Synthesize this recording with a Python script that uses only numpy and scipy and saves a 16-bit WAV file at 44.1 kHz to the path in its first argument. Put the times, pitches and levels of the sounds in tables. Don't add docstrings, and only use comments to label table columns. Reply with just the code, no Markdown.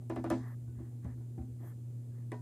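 import sys
import numpy as np
from scipy import signal
from scipy.fft import rfft, irfft
from scipy.io import wavfile

SR = 44100
rng = np.random.default_rng(int(sys.argv[2]) if len(sys.argv) > 2 else 0)


def how_loud(loudness_db):
    steps = np.asarray(loudness_db, float) / 20
    return 10 ** steps


def int16_out(signal):
    q = np.round(np.clip(np.atleast_2d(signal).T, -1, 1) * 32767)
    wavfile.write(sys.argv[1], SR, q.astype(np.int16))


N = 106677
TIME_S = np.arange(N) / SR
STRIKE_S = np.arange(SR // 2) / SR
HARD_RISE_S, SOFT_RISE_S = 0.00073, 0.0027
SIGN = np.array([[1.], [-1.]])


def evened(x):
    return x / np.sqrt(np.mean(x ** 2) + 1e-20)


def read(points, hz):
    f, value = np.transpose(points)
    return np.interp(np.log(hz + 1), np.log(f + 1), value)


def add(mix, start_s, sound):
    part = mix[max(round(start_s * SR), 0):][:len(sound)]
    part += sound[:len(part)]


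def coloured(points, size=N):
    hz = np.fft.rfftfreq(size, 1 / SR)
    last_hz, last_db = points[-1]
    points = points + [(last_hz * 1.5, last_db - 30)]
    white = rfft(rng.standard_normal(size))
    return irfft(white * how_loud(read(points, hz)) * np.sqrt(SR / 2), size)


def slow(rate_hz):
    rates_hz = np.geomspace(rate_hz / 10, rate_hz, num=12)
    return evened(sum(np.sin(2 * np.pi * (f * TIME_S + rng.random())) / np.sqrt(f) for f in rates_hz))


def hum():
    # hz, rms_db
    lines = [(119.9, -43.5), (240, -60), (360, -77.5)]
    total = np.zeros(N)
    for hz, db in lines:
        level = np.sqrt(2) * how_loud(db - 0.37 * slow(5))
        total += level * np.sin(2 * np.pi * (hz * TIME_S + rng.random()))
    return total


def room():
    # hz, db_per_hz
    rumble = [(30, -100), (60, -90), (110, -72), (170, -84.5), (330, -85.5), (600, -100), (1100, -116),
              (2500, -126)]
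    return coloured(rumble) + SIGN * how_loud(-26) * coloured(rumble)


def microphone_hiss():
    # hz, db_per_hz
    spectrum = [(300, -112), (1500, -121), (3000, -121), (5800, -122), (6500, -117), (9500, -116),
                (11000, -120), (15000, -121)]
    shared = 0.55
    own = np.array([coloured(spectrum), coloured(spectrum)])
    return how_loud(3) * (np.sqrt(shared) * coloured(spectrum) + np.sqrt(1 - shared) * own)


def ring(t, hz, rise_s, t60_s):
    swell = 1 - np.exp(-t / max(rise_s, 1e-4))
    return swell * how_loud(-60 * t / t60_s) * np.sin(2 * np.pi * hz * t)


def rattle(t, rise_s):
    # hz, db_per_hz
    slap = [(150, -33), (300, 4), (450, -9), (650, -1.5), (1200, -14), (2000, -22), (3000, -30),
            (7000, -46)]
    t60_s = 0.17
    return evened(coloured(slap, size=len(t))) * (1 - np.exp(-t / rise_s)) * how_loud(-60 * t / t60_s)


def knock(t, rise_s, knock_db, low_db, high_db):
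    # hz, level_db, t60_s
    plate_modes = [(424, -11, 0.42), (549, -12, 0.17), (613, 2.4, 0.061), (693, 0, 0.037),
                   (765, -7.5, 0.22), (820, -19, .25), (991, -12.5, 0.18), (1096, -16, 0.043),
                   (1178, -8, 0.047), (1385, -12.5, 0.033), (1493, -25.5, 0.44), (1745, -23.5, .25),
                   (2018, -23.5, 0.16), (2380, -34, .2)]
    # hz, partner_hz, partner_share, rise_s, t60_s
    air_pairs = [(253.7, 218, 0.31, 0.019, 0.33), (331.9, 362, 0.28, 0.0033, 0.21)]
    spot_db = 6 * rng.standard_normal(len(plate_modes))
    plates = np.zeros(len(t))
    for (hz, db, t60_s), shift_db in zip(plate_modes, spot_db):
        plates += how_loud(db + shift_db) * ring(t, hz, rise_s * 1000 / hz, t60_s)
    booms = []
    for hz, partner_hz, share, swell_s, t60_s in air_pairs:
        booms.append(ring(t, hz, swell_s, t60_s) + share * ring(t, partner_hz, swell_s, t60_s))
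    struck = how_loud(knock_db - 5) * (plates + how_loud(1.5) * rattle(t, rise_s))
    return struck + how_loud(low_db + 3.5) * booms[0] + how_loud(high_db + 3.5) * booms[1]


def touches():
    # start_s, knock_db, lower_boom_db, upper_boom_db
    pads = [(.012, -64, -60, -66), (.174, -69, -42.5, -36), (.257, -41, -41, -49),
            (.318, -33.5, -37.5, -36), (.675, -65, -62, -55), (.785, -56, -48, -70), (.802, -59, -60, -46),
            (0.912, -66.5, -61, -87), (1.045, -48, -43, -71), (1.175, -65, -61, -52),
            (1.205, -64, -81, -72), (1.377, -54.5, -41, -44.5), (1.41, -57.5, -40.5, -71),
            (1.601, -63, -55, -59), (1.63, -56.5, -68, -50.5)]
    body = np.zeros(N)
    for start_s, *levels_db in pads:
        add(body, start_s, knock(STRIKE_S, SOFT_RISE_S, *levels_db))
    return body


def tick(t, db):
    # hz, db_per_hz
    nail = [(1500, -9), (3000, -10.5), (4500, -6), (6000, -2.5), (8500, -1.8), (11000, -5), (13000, -11),
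            (15500, -59)]
    # hz, db_per_hz
    echo = [(1500, -10), (2500, -22), (3500, -8.5), (6500, -9), (8000, -12), (10000, -22)]
    peak_s, crack_t60_s, echo_t60_s, echo_rise_s = 0.00054, 0.074, 0.4, 0.022
    click = t / peak_s * np.exp(1 - t / peak_s)
    crack = how_loud(-9 - 60 * t / crack_t60_s) * np.minimum(t / peak_s, 1)
    after = how_loud(-11.5 - 60 * t / echo_t60_s) * (1 - np.exp(-t / echo_rise_s))
    pair = []
    for _ in ("mid", "side"):
        direct = (click + crack) * evened(coloured(nail, size=len(t)))
        pair.append(direct + after * evened(coloured(echo, size=len(t))))
    return how_loud(db + 5.5) * np.array(pair)


def taps():
    # start_s, knock_db, lower_boom_db, upper_boom_db, tick_db
    hits = [
        (0.099, -35, -39, -33.5, -63),
        (0.161, -35.5, -34.5, -37.5, -66),
        (0.242, -36.5, -37.5, -34, -64),
        (0.303, -27, -29, -34.5, -50),
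    ]
    tick_lead_s = 0.0017
    body, fine = np.zeros(N), np.zeros((2, N))
    for start_s, knock_db, low_db, high_db, tick_db in hits:
        add(body, start_s, knock(STRIKE_S, HARD_RISE_S, knock_db, low_db, high_db))
        add(fine.T, start_s - tick_lead_s, tick(STRIKE_S, tick_db).T)
    return body, fine


def thumps():
    # start_s, level_db, pitch_hz
    stand = [(0.101, -55, 73.4), (0.167, -51, 72.4), (.245, -54, 74.5), (0.299, -47.5, 74),
             (0.384, -57, 69), (.605, -60, 68.6), (0.679, -49, 81), (0.757, -51.5, 72), (.8, -49.5, 74),
             (1.043, -43, 180), (1.375, -49.5, 168), (0.783, -55.5, 192), (1.049, -41, 78.5),
             (1.105, -53, 72), (1.164, -54, 75), (1.275, -66, 74), (1.388, -41, 75.6), (1.495, -56, 70.5)]
    body = np.zeros(N)
    for start_s, db, hz in stand:
        u = STRIKE_S * hz / 2.6
        bell = np.sin(np.pi * np.minimum(u / 2, 1) ** 0.52) ** 2
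        add(body, start_s, how_loud(db + 4.5) * bell * np.sin(2 * np.pi * hz * STRIKE_S))
    return body


def stroke(start_s, length_s, skew):
    u = np.clip((TIME_S - start_s) / length_s, 0, 1)
    return abs(np.sin(np.pi * u ** skew))


def slides():
    # start_s, length_s, level_db
    drags = [
        (0.343, 0.21, -61),
        (0.74, 0.17, -74.5),
        (1.02, 0.13, -68),
        (1.591, 0.15, -66),
        (2.1, 0.15, -75.5),
    ]
    # hz, db_per_hz
    skin = [(300, -4), (700, -4), (1200, 0), (1400, -7), (1750, 0), (2050, -5), (2400, -22), (3000, -32)]
    friction = evened(coloured(skin)) * how_loud(0.55 * slow(82))
    body = np.zeros(N)
    for start_s, length_s, db in drags:
        body += np.sqrt(stroke(start_s, length_s, 1.1)) * how_loud(db) * friction
    return body


def swishes():
    # start_s, length_s, level_db
    brushes = [
        (.38, .19, -76),
        (1.57, .165, -69.5),
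    ]
    # hz, db_per_hz
    skin_hiss = [(2800, -30), (3250, -3), (3800, -25), (6500, -10), (9500, -8), (11000, -1), (14300, 0),
                 (15000, -20)]
    hiss = np.array([evened(coloured(skin_hiss)) for _ in ("mid", "side")])
    fine = np.zeros((2, N))
    for start_s, length_s, db in brushes:
        fine += stroke(start_s, length_s, 1.7) * how_loud(db) * hiss
    return fine


def flick():
    # start_s, level_db
    graze = (1.045, -74)
    fine = np.zeros((2, N))
    add(fine.T, graze[0], tick(STRIKE_S, graze[1]).T)
    return fine


def pane_tap():
    # hz, level_db, t60_s
    pane_modes = [(244.8, -4, 0.25), (344, 3.5, 0.077), (420, -2, 0.17), (591, 0, .06), (764, -10, 0.18),
                  (972, -10.5, 0.32), (1518, -29, 0.39), (1780, -3, 0.031), (1840, -20.5, 0.25),
                  (1922, 6.5, 0.019), (1984, -17, 0.15), (2326, -11, 0.033), (2570, -29, 0.12),
                  (3570, -6.5, 0.011)]
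    start_s, pane_db, tick_db, rattle_db = 2.318, -38.5, -63.5, -42
    pane = np.zeros(len(STRIKE_S))
    for hz, db, t60_s in pane_modes:
        pane += how_loud(db) * ring(STRIKE_S, hz, (700 / hz) ** 0.55 * 0.0046, t60_s)
    body, fine = np.zeros(N), np.zeros((2, N))
    add(body, start_s, how_loud(pane_db) * pane + how_loud(rattle_db) * rattle(STRIKE_S, HARD_RISE_S))
    add(fine.T, start_s, tick(STRIKE_S, tick_db).T)
    return body, fine


def scene():
    tap_body, tap_fine = taps()
    pane_body, pane_fine = pane_tap()
    body = touches() + tap_body + thumps() + slides() + pane_body
    fine_mid, fine_side = tap_fine + swishes() + flick() + pane_fine
    side = how_loud(-15) * np.gradient(body) * 3 + how_loud(-6) * fine_side
    return body + fine_mid + SIGN * side + hum() + room()


def band_limit(x):
    return signal.sosfilt(signal.butter(12, 15710, fs=SR, output="sos"), x)


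def record(dry):
    low_cut = signal.butter(N=2, Wn=48, btype="high", fs=SR, output="sos")
    heard = signal.sosfilt(low_cut, dry) + microphone_hiss()
    fade = np.minimum(np.arange(N)[::-1] / (0.004 * SR), 1)
    treble_limit = signal.firwin(255, 15760, fs=SR)[None]
    mix = signal.oaconvolve(heard * fade, treble_limit, "same")
    return band_limit(mix)


dry = scene()
out = record(dry)
int16_out(out)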